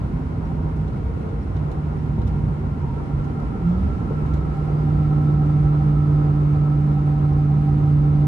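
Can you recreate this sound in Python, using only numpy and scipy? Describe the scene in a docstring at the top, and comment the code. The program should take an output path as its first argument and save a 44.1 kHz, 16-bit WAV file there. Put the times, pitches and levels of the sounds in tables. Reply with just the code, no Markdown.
"""A supercharged V8, heard from inside the moving car on a stereo pair between the front seats.
It coasts while the gear lever clicks through its gate; the throttle is blipped, the clutch takes up,
and the exhaust pulses settle into a steady drone that booms in the cabin. Tyres rumble through the
body, the gears whine with road speed, the supercharger sings faintly over the rush of its intake,
and the trim squeaks now and then."""
import sys
import numpy as np
from scipy import signal
from scipy.fft import rfft, irfft, next_fast_len
from scipy.io import wavfile

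SR = 44100
rng = np.random.default_rng(int(sys.argv[2]) if len(sys.argv) > 2 else 0)


def transcribe(u):
    """Save the signal u as a 16-bit wav file named by the first command-line argument.

    u: samples, shape (n,) or (channels, n), limited to [-1, 1]; the rate is SR.
    q: integer samples, one column per channel.
    """
    v = np.clip(np.atleast_2d(u).T, -1, 1)
    q = np.round(v * 32767).astype(np.int16)
    wavfile.write(sys.argv[1], SR, q)


N = 364707
TIME = np.arange(N) / SR
FREQS = np.fft.rfftfreq(N, 1 / SR)


def gain(db):
    """Decibels to gain."""
    return 10 ** (np.asarray(db) / 20)


def unit_rms(x):
    """Scales to rms 1."""
    return x / np.sqrt(np.mean(x ** 2) + 1e-20)


def at_hz(points, hz):
    """Reads a spectrum on a log-frequency axis."""
    f, value = np.transpose(points)
    return np.interp(np.log(hz + 1), np.log(f + 1), value)


def curves(rows):
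    """Each column of a timed table, sample by sample."""
    s, *columns = np.transpose(rows)
    return [np.interp(TIME, s, c) for c in columns]


def swell(s, half_s):
    """A smooth rise to 1 at time s, and the fall after it."""
    return np.exp(-((TIME - s) / half_s) ** 2)


def add(mix, s, sound):
    """Mixes a stereo sound in at time s."""
    part = mix[:, max(round(s * SR), 0):][:, :sound.shape[1]]
    part += sound[:, :part.shape[1]]


def drift(hz, step=32):
    """Slow random motion of rms 1, up to about hz changes a second."""
    count = next_fast_len(N // step + 2)
    rates = np.fft.rfftfreq(count, step / SR)
    slow = irfft(rfft(rng.standard_normal(count)) / (1 + (rates / hz) ** 2), count)
    return unit_rms(np.interp(TIME, np.arange(count) * step / SR, slow))


def phase(hz):
    """Running phase in radians of a steady or moving pitch."""
    return 2 * np.pi * np.cumsum(hz * np.ones(N)) / SR


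def throb(rate_hz, depth):
    """A gain of rms 1 that peaks once in every turn."""
    return unit_rms(np.exp(depth * np.cos(phase(rate_hz) + 2 * np.pi * rng.random())))


def fuzzy_tone(hz, width_hz, likeness, pan_db=0):
    """A stereo tone whose strength and phase wander, as a noisily driven resonance does."""
    carrier = np.exp(1j * phase(hz))
    left, other = [unit_rms((carrier * (drift(width_hz) + 1j * drift(width_hz))).real) for _ in range(2)]
    right = likeness * left + np.sqrt(1 - likeness ** 2) * other
    return np.array([left, right]) * gain([[pan_db], [-pan_db]])


def wavering_tone(hz, wobble_hz, left_lag_rad, pan_db):
    """A stereo tone of even strength whose pitch wavers; positive pan is to the left."""
    angle = phase(hz + wobble_hz * drift(20))
    return np.sqrt(2) * np.cos([angle - left_lag_rad, angle]) * gain([[pan_db], [-pan_db]])


# The cabin at the two microphones. 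Each row: frequency in Hz, correlation of left and right.
MIC_LIKENESS = [(60, 0.96), (180, 0.92), (300, 0.78), (520, 0.38), (890, 0.47), (1400, 0.31), (2600, 0),
                (4500, -.05), (6200, -.2), (8500, 0.84)]
# Each row: frequency in Hz, left minus right in dB.
MIC_BALANCE = [(60, -1), (150, -2.5), (300, -3), (520, 3), (1000, 0.5), (2000, 1.5), (4000, 0),
               (8000, -1.1)]
# Each row: frequency in Hz, lead of the left microphone in radians.
MIC_LEAD = [(60, 0), (300, -.05), (600, -1.4), (1290, -2.8), (1720, -4.5), (2330, -5.6), (3000, -6.28)]


def cabin_noise(spectrum):
    """Diffuse noise of rms 1, shaped by (Hz, dB) points; the microphones agree most in the bass."""
    a, b = rfft(rng.standard_normal((2, N)))
    likeness = at_hz(MIC_LIKENESS, FREQS)
    side = gain(at_hz(MIC_BALANCE, FREQS) / 2) * np.exp(.5j * at_hz(MIC_LEAD, FREQS))
    pair = np.array([a * side, (likeness * a + np.sqrt(1 - likeness ** 2) * b) / side])
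    rolloff = 1 / (1 + (FREQS / spectrum[-1][0] / 1.2) ** 8)
    return unit_rms(irfft(pair * rolloff * gain(at_hz(spectrum, FREQS)), N))


# Road speed. Each row: time in seconds, rate at which the gear teeth mesh in Hz.
MESH_RATE = [(0, 1445), (2.5, 1375), (4.1, 1338), (4.9, 1333), (5.35, 1321), (6.7, 1306), (7.6, 1301.5),
             (8.27, 1304.5)]
# Clutch out, the revs sag, then flare with the blip. Each row: time in seconds, firing rate in Hz.
DECLUTCHED_REVS = [(0, 160), (1.6, 150.6), (3.3, 143.7), (3.52, 152.5), (3.8, 188.5), (3.87, 193.5),
                   (3.94, 186), (4.1, 152)]
# The pedal. Each row: time in seconds, throttle opening from 0 to 1.
PEDAL = [(3.5, 0.1), (3.68, 0.74), (3.95, 0.07), (4.15, 0.43), (4.35, 0.24), (4.68, 0.53), (4.98, .88),
         (7.1, 0.81), (8.27, 1)]


def driving(clutch_s=4.06, slip_s=.08, meshes_per_firing=8.9):
    """The clutch ties the revs to the road and turns throttle into load."""
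    (mesh_hz,), (free_hz,), (throttle,) = curves(MESH_RATE), curves(DECLUTCHED_REVS), curves(PEDAL)
    clutch = np.clip((TIME - clutch_s) / slip_s, 0, 1)
    firing_hz = (1 - clutch) * free_hz + clutch * mesh_hz / meshes_per_firing
    return firing_hz, mesh_hz, throttle, throttle * clutch


# The exhaust, heard through the floor. Each row: multiple of the engine cycle, relative level in dB.
# Order 8 is the firing rate; the odd ones come from the uneven banks.
ORDERS = [(2, -30), (4, -23), (5, -17.5), (6, -28), (8, 0), (9, -28), (11, -23), (13, -30), (16, -14.5),
          (20, -38), (24, -38)]
# The hum on the overrun. Each row: time in seconds, lift of order 13 in dB.
OVERRUN_HUM = [(0, 23.5), (.55, 25.5), (.85, 1)]
# The exhaust with the throttle shut. Each row: time in seconds, level in dB before the cabin's boom.
SHUT_LEVEL = [(0, -33.5), (.82, -34), (1.0, -48), (1.4, -40), (1.6, -36), (2.05, -38.5), (2.3, -36),
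              (2.95, -36), (3.18, -33.5), (3.42, -43.5), (3.62, -34), (4.0, -34), (4.18, -35.5), (4.6, -36)]
# Cabin modes, met by the firing rate. Each row: frequency in Hz, half width in Hz, lift in dB.
BOOM_MODES = [(147.36, 4, 8.1), (175, 7, 5.2), (194, 4.6, 4)]


def exhaust(firing_hz, throttle, load, throttle_db=12, pan_db=-1.23, hiss_db=-58):
    """Orders of the engine cycle boom in the cabin; load brings out the upper ones and a pulsing hiss."""
    (shut_db,), (overrun_db,) = curves(SHUT_LEVEL), curves(OVERRUN_HUM)
    boom_db = sum(db / (1 + ((firing_hz - hz) / width) ** 2) for hz, width, db in BOOM_MODES)
    load_db = -11 + 11.5 * load
    cycle = phase(firing_hz / 8)
    drone = np.zeros(N)
    for order, db in ORDERS:
        spread = .42 if order % 8 else .015 + .3 * (1 - load) ** 3  # load steadies the firing note
        strength = gain(db + overrun_db * (order == 13) + load_db * (order >= 16))
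        wander = 1 + spread * (drift(3) + 1j * drift(4.4))  # no two cycles burn alike
        drone += strength * (wander * np.exp(1j * (order * cycle + 2 * np.pi * rng.random()))).real
    drone = np.sqrt(2) * drone * gain([[pan_db], [-pan_db]])
    hiss = cabin_noise([(1200, -6), (1700, 4.5), (2300, 1), (2800, .5), (3700, -5), (4300, -10.5),
                        (4800, -6.5), (6500, -13), (9500, -16), (11000, -25)])
    hiss *= gain(hiss_db + load_db) * throb(firing_hz, .55)
    exhaust_db = shut_db + throttle_db * throttle + boom_db
    return gain(exhaust_db) * (drone + hiss), exhaust_db


# Supercharger and belt, beyond the bulkhead.
# Each row: multiple of the firing rate, width in Hz, relative level in dB.
BLOWER_PARTIALS = [(11.1, 40, 3), (12.0, 30, 2), (13.12, 12, 1), (14.9, 20, -1), (16.5, 6, -2),
                   (17.1, 14, -5), (19.4, 25, -2), (24.2, 18, -6), (25, 20, -1), (27.6, 20, -3),
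                   (30.8, 26, -2), (34.1, 18, -10), (35.0, 18, -8), (36.5, 18, -9), (39.9, 18, -10),
                   (42.5, 22, -12), (47.7, 25, -9), (57.1, 30, -12), (63.6, 16, -13)]


def supercharger(firing_hz, exhaust_db):
    """The belt-driven blower whines faintly in step with the revs, swelling with the exhaust."""
    whine = sum(gain(db) * fuzzy_tone(firing_hz * ratio, width, .4)
                for ratio, width, db in BLOWER_PARTIALS)
    return gain(.7 * exhaust_db - 63) * whine


# Road noise all round the microphones: floor, panels, tyres and air.
# Each row: frequency in Hz, relative spectral density in dB.
FLOOR_RUMBLE = [(15, -39.5), (25, -16.5), (33, -11), (41, -15), (52, -1), (60, 2.5), (74, -1), (92, -2),
                (112, -8), (135, -7), (180, -24.5), (400, -79.5)]
PANEL_BOOM = [(70, -39), (115, 5.5), (150, 7), (190, 3), (235, 1.5), (280, -3.5), (340, -10), (600, -55)]
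TYRE_ROAR = [(180, -24.5), (290, 1), (360, 0), (450, -2.5), (540, -8.5), (700, -8.5), (830, -10),
             (1020, -10.5), (1130, -14), (1350, -12), (1550, -21), (2600, -56)]
AIR_RUSH = [(900, -20), (1600, -.5), (2200, 0), (2400, -5), (2650, -5), (3100, -9), (3550, -12),
            (4000, -12.5), (4850, -16.5), (5350, -16), (5900, -18.5), (6350, -19), (6500, -22), (6900, -21),
            (7700, -26), (8500, -23.5), (9500, -24), (10400, -29.5), (12000, -32.5), (13000, -37)]
# Uneven patches of road. Each row: time in seconds, lift of the rumble in dB.
ROAD_BUMPS = [(.88, 2), (1.602, 2), (2.28, 5), (3.15, 2), (3.85, 4.5), (4.35, 3.5), (5.049, 4), (5.6, 3.5),
              (6.3, 0), (7.251, -2.5), (7.9, 0.5)]
# Coarseness of the asphalt. Each row: time in seconds, level of the tyre roar in dB.
ROAR_LEVEL = [(0, -37), (2.4, -37), (4.7, -34.5), (6.1, -34.5), (8.27, -37)]


def road(rumble_db=-26.5, boom_db=-30.5, rush_db=-53.5):
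    """Tyres shake floor and panels, more so over bumps; the asphalt's grain makes their roar flutter."""
    bump_db = sum(db * swell(s, half_s=.15) for s, db in ROAD_BUMPS)
    roar_db, = curves(ROAR_LEVEL)
    floor = gain(rumble_db + bump_db) * cabin_noise(FLOOR_RUMBLE)
    panels = gain(boom_db + .21 * bump_db + 1.62 * drift(1.8)) * cabin_noise(PANEL_BOOM)
    tyres = gain(roar_db + 1.3 * drift(13)) * cabin_noise(TYRE_ROAR)
    air = gain(rush_db + .48 * (roar_db - roar_db.mean()) + .5 * drift(12)) * cabin_noise(AIR_RUSH)
    return floor + panels + tyres + air


# The gears, under the floor below the microphones. Each row: time in seconds, overall level in dB.
WHINE_LEVEL = [(0, -61), (2.4, -58.5), (3.2, -50.5), (3.7, -46), (4.6, -47.5), (5.3, -44.5), (6.2, -45.5),
               (7.1, -49), (8.27, -48)]
# The driveline's ring builds as the car pulls. Each row: time in seconds, level in dB.
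RING_LEVEL = [(0, -57), (.6, -48), (1.1, -59), (1.7, -49.5), (2.7, -50.5), (4.4, -47.5), (4.6, -43.5),
              (4.85, -46.5), (5.8, -44), (6.85, -47.5), (7.05, -40.5), (7.55, -42.5), (7.85, -44),
              (8.27, -48)]
# It grows purer under load. Each row: load from 0 to 1, pitch in Hz, steady share of the power.
RING_BY_LOAD = [(0, 781, .05), (.85, 776, .55)]


def driveline(mesh_hz, load, meshes_per_wheel_turn=117, shuffle_hz=5.3):
    """Gear whine sinks with road speed and the driveline rings along; both flutter as the wheels turn."""
    (whine_db,), (ring_db,) = curves(WHINE_LEVEL), curves(RING_LEVEL)
    wheel_hz = mesh_hz / meshes_per_wheel_turn * (1 + .1 * drift(6))
    mesh = gain(-4.5) * wavering_tone(mesh_hz, 9, 1.65, -1.3)
    mesh += gain(-2) * fuzzy_tone(mesh_hz, 24, -.2, -1.9)
    lower_mesh = gain(-5) * fuzzy_tone(mesh_hz * .945, 28, -.34, -.52)
    loads, *columns = np.transpose(RING_BY_LOAD)
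    ring_hz, steady = [np.interp(load, loads, c) for c in columns]
    ring = np.sqrt(steady) * wavering_tone(ring_hz, 9, 0, -2)
    ring += np.sqrt(1 - steady) * fuzzy_tone(ring_hz, 24, .3, -2)
    ring *= throb(wheel_hz, .35)
    ring *= throb(shuffle_hz * (1 + .1 * drift(4)), .22)  # the driveline winds up and lets go
    ring *= gain(ring_db + drift(40))
    return gain(whine_db) * (mesh * throb(wheel_hz, .35) + lower_mesh) + ring


# The hollows of the cabin around the microphones. Each row: frequency in Hz, width in Hz, level in dB.
HOLLOW_MODES = [(196.4, 9.1, -42.5), (229.7, 11, -49), (434.4, 11, -53), (999, 11, -62.5), (1058, 19, -58)]


def cabin_hollows():
    """Stirred by the road, the cabin's hollows hum."""
    return sum(gain(db) * fuzzy_tone(hz, width, at_hz(MIC_LIKENESS, hz), -.6)
               for hz, width, db in HOLLOW_MODES)


# The tread sings up, out at the wheels. 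Each row: time in seconds, half length in seconds, lift in dB.
TREAD_SWELLS = [(.42, .04, 6), (.6, .1, 7.5), (1.9, .15, 4), (2.21, .04, 7), (2.45, 0.14, 6),
                (2.87, 0.057, 14), (3.0, .055, 10), (4.2, .15, 4)]
# Changes of surface. Each row: time in seconds, half length in seconds, level of the drone in dB.
SURFACE_DRONES = [(1.199, 0.39, -41.5), (2.903, .2, -50)]


def tyre_tread(load, sing_db=-54, drone_hz=455):
    """The tread sings, less when the car pulls, and drones briefly on changes of surface."""
    song = gain(-5) * wavering_tone(935, 9, .5, -1) + gain(-2) * fuzzy_tone(940, 28, .5, -1)
    lift_db = sum(db * swell(s, half_s) for s, half_s, db in TREAD_SWELLS)
    patches = sum(gain(db) * swell(s, half_s) for s, half_s, db in SURFACE_DRONES)
    return gain(sing_db + lift_db - 3 * load) * song + patches * fuzzy_tone(drone_hz, 22, .37, 1)


def intake(firing_hz, throttle, base_db=-60, db_per_hz=.4, gasp_s=4.86):
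    """Air rushes through the throttle in gulps, louder the faster the supercharger turns."""
    air = cabin_noise([(1400, -5), (2200, .5), (3700, -2.5), (4400, -7), (5200, -6.5), (8000, -20),
                       (11000, -31)])
    gasp_db = 8 * swell(gasp_s, half_s=.09)  # as the throttle opens wide
    revs_db = db_per_hz * (firing_hz - firing_hz.max())
    gulps = throb(firing_hz, .5 * throttle)
    return gain(base_db + gasp_db + revs_db) * (.82 + throttle) * gulps * air


# An electrical whistle, faint at the seats. Each row: frequency in Hz, level at full load in dB.
WHISTLE_TONES = [(9453, -84), (9749, -87.5)]


def whistle(load, chirp_s=4.8, chirp_hz=4905, rise_hz_per_s=900):
    """Thin high tones grow as the engine pulls, with one short rising chirp as the throttle opens."""
    tones = sum(gain(db) * np.sqrt(2) * np.sin(phase(hz + 2.3 * drift(10))) for hz, db in WHISTLE_TONES)
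    lower_tone = gain(-76) * load * fuzzy_tone(4770, 16, .4)
    glide_hz = chirp_hz + rise_hz_per_s * np.clip(TIME - chirp_s, -1, 1)
    chirp = gain(-69) * swell(chirp_s, half_s=.07) * np.sin(phase(glide_hz))
    return tones * (.2 + .8 * load) + lower_tone + chirp


# The trim, near the microphones. Each row: time in seconds, level in dB.
TRIM_SQUEAKS = [(.455, -67), (1.428, -64), (1.99, -67), (7.333, -66)]


def squeaks(pitch_hz=5520):
    """Trim rubs in tiny high squeaks."""
    rubbing = sum(gain(db) * swell(s, half_s=.005) for s, db in TRIM_SQUEAKS)
    return rubbing * fuzzy_tone(pitch_hz, 140, .68)


# Gear lever and trim, within arm's reach.
# Each row: start in seconds, overall level in dB, offset of the clack and its ring in dB.
PLASTIC_CLICKS = [(0.7633, -52.5, -14), (0.8784, -53.5, -3), (.9294, -58, -3), (1.2894, -56, -3),
                  (1.5653, -58, 4), (1.7145, -48, -7), (2.188, -62, 3), (2.2155, -55.5, 2),
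                  (2.271, -49, -5), (2.2765, -50.5, -8), (3.243, -50, -11), (3.3994, -55.5, -8),
                  (4.2617, -51, -7), (4.3368, -43.3, -10), (4.3694, -56, -2)]
# The lever's plastic gate. Each row: frequency in Hz, relative level in dB, 60 dB decay in seconds.
GATE_RING = [(2950, -3, .12), (3630, -3, .1), (4080, -2, .08), (6010, -12, .08)]


def clicks(t60=.078):
    """Plastic strikes plastic: a bright tick and a lower clack, which sets the gate ringing."""
    out, t = np.zeros((2, N)), np.arange(SR // 3) / SR
    tick = cabin_noise([(2000, -16.5), (4000, -1.5), (5900, 2.5), (8500, -8.5), (12000, -10.5),
                        (15000, -26.5)])
    clack = cabin_noise([(1000, -5), (2000, 2), (3600, .5), (4600, -3), (6000, -16), (9000, -34)])
    for s, db, clack_db in PLASTIC_CLICKS:
        noise = gain(-9) * tick + gain(clack_db + 1) * clack
        envelope = gain(db - 60 * t / t60) * (1 - np.exp(-t / .00043))
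        add(out, s, envelope * noise[:, round(s * SR):][:, :len(t)])
        ring = sum(gain(mode_db - 60 * t / mode_t60) * np.sin(2 * np.pi * (hz * t + rng.random((2, 1))))
                   for hz, mode_db, mode_t60 in GATE_RING)
        add(out, s, gain(db + clack_db - 2) * ring * (1 - np.exp(-t / .0005)))
    return out


# Jolts, coming up through the body. Each row: start in seconds, thud level in dB,
# knock pitch in Hz, knock level in dB.
BODY_JOLTS = [(.876, -27, 60, -17), (2.18, -21, 145, -13), (2.246, -25, 90, -15), (3.832, -25, 100, -15),
              (4.107, -23, 440, -17), (4.334, -30, 62, -12)]


def jolts(t60=.18, ring_cycles=1.9):
    """The body thuds dully and a knocked panel rings for a few cycles."""
    out, t = np.zeros((2, N)), np.arange(SR // 3) / SR
    thud = cabin_noise([(40, -15), (90, -2), (190, 0), (300, -9), (480, -13), (800, -28), (2000, -46),
                        (6000, -62)])
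    for s, thud_db, hz, knock_db in BODY_JOLTS:
        envelope = gain(thud_db - 60 * t / t60) * (1 - np.exp(-t / .0031))
        cycles = hz * t
        knock = np.sin(2 * np.pi * cycles) * np.exp(-cycles / ring_cycles) * (1 - np.exp(-2 * cycles))
        add(out, s, envelope * thud[:, round(s * SR):][:, :len(t)] + gain(knock_db) * knock)
    return out


# The tunnel, midway between the microphones.
# Each row: frequency in Hz, level in dB, 60 dB decay in seconds.
TUNNEL_MODES = [(205, -19, .2), (285, -28, .12), (370, -28, .08), (598, -35, .07), (880, -36, .04),
                (1066, -38, .04)]


def lever_clunk(start_s=2.18):
    """The lever drops into gear, hits its stop and rings the tunnel with a hollow clunk."""
    out, t = np.zeros((2, N)), np.arange(SR // 3) / SR
    clunk = sum(gain(db - 60 * t / t60) * np.sin(2 * np.pi * (hz * t + rng.random()))
                for hz, db, t60 in TUNNEL_MODES)
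    add(out, start_s, np.array([clunk, clunk]) * (1 - np.exp(-t / .0013)))
    return out


def casing_buzz(firing_hz, load, full_load_db=-63, jitter_hz=.25, t60=.018):
    """Under load each firing taps the engine's casing, adding a fine buzz of upper harmonics."""
    firings = np.cumsum(firing_hz + jitter_hz * drift(12)) / SR
    taps = np.diff(np.floor(firings), prepend=0) * (1 + .25 * rng.standard_normal(N))
    t = np.arange(SR // 40) / SR
    casing = cabin_noise([(1100, -11.5), (1700, 2.5), (2400, -4), (3200, -8), (4000, -6.5),
                          (5500, -20.5)])
    ring = casing[:, :len(t)] * gain(-60 * t / t60)
    return gain(full_load_db) * load * unit_rms(signal.oaconvolve(taps[None], ring)[:, :N])


def scene():
    """Everything that reaches the pair between the seats."""
    firing_hz, mesh_hz, throttle, load = driving()
    drone, exhaust_db = exhaust(firing_hz, throttle, load)
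    engine = drone + supercharger(firing_hz, exhaust_db) + casing_buzz(firing_hz, load) + whistle(load)
    rolling = road() + driveline(mesh_hz, load) + cabin_hollows() + tyre_tread(load)
    knocks = clicks() + jolts() + lever_clunk()
    return engine + rolling + knocks + squeaks() + intake(firing_hz, throttle)


def record(dry, cutoff_hz=13000):
    """The recorder's band limit."""
    lowpass = signal.firwin(511, cutoff_hz, window=("kaiser", 9), fs=SR)
    return signal.oaconvolve(dry, lowpass[None], "same")


dry = scene()
out = record(dry)
transcribe(out)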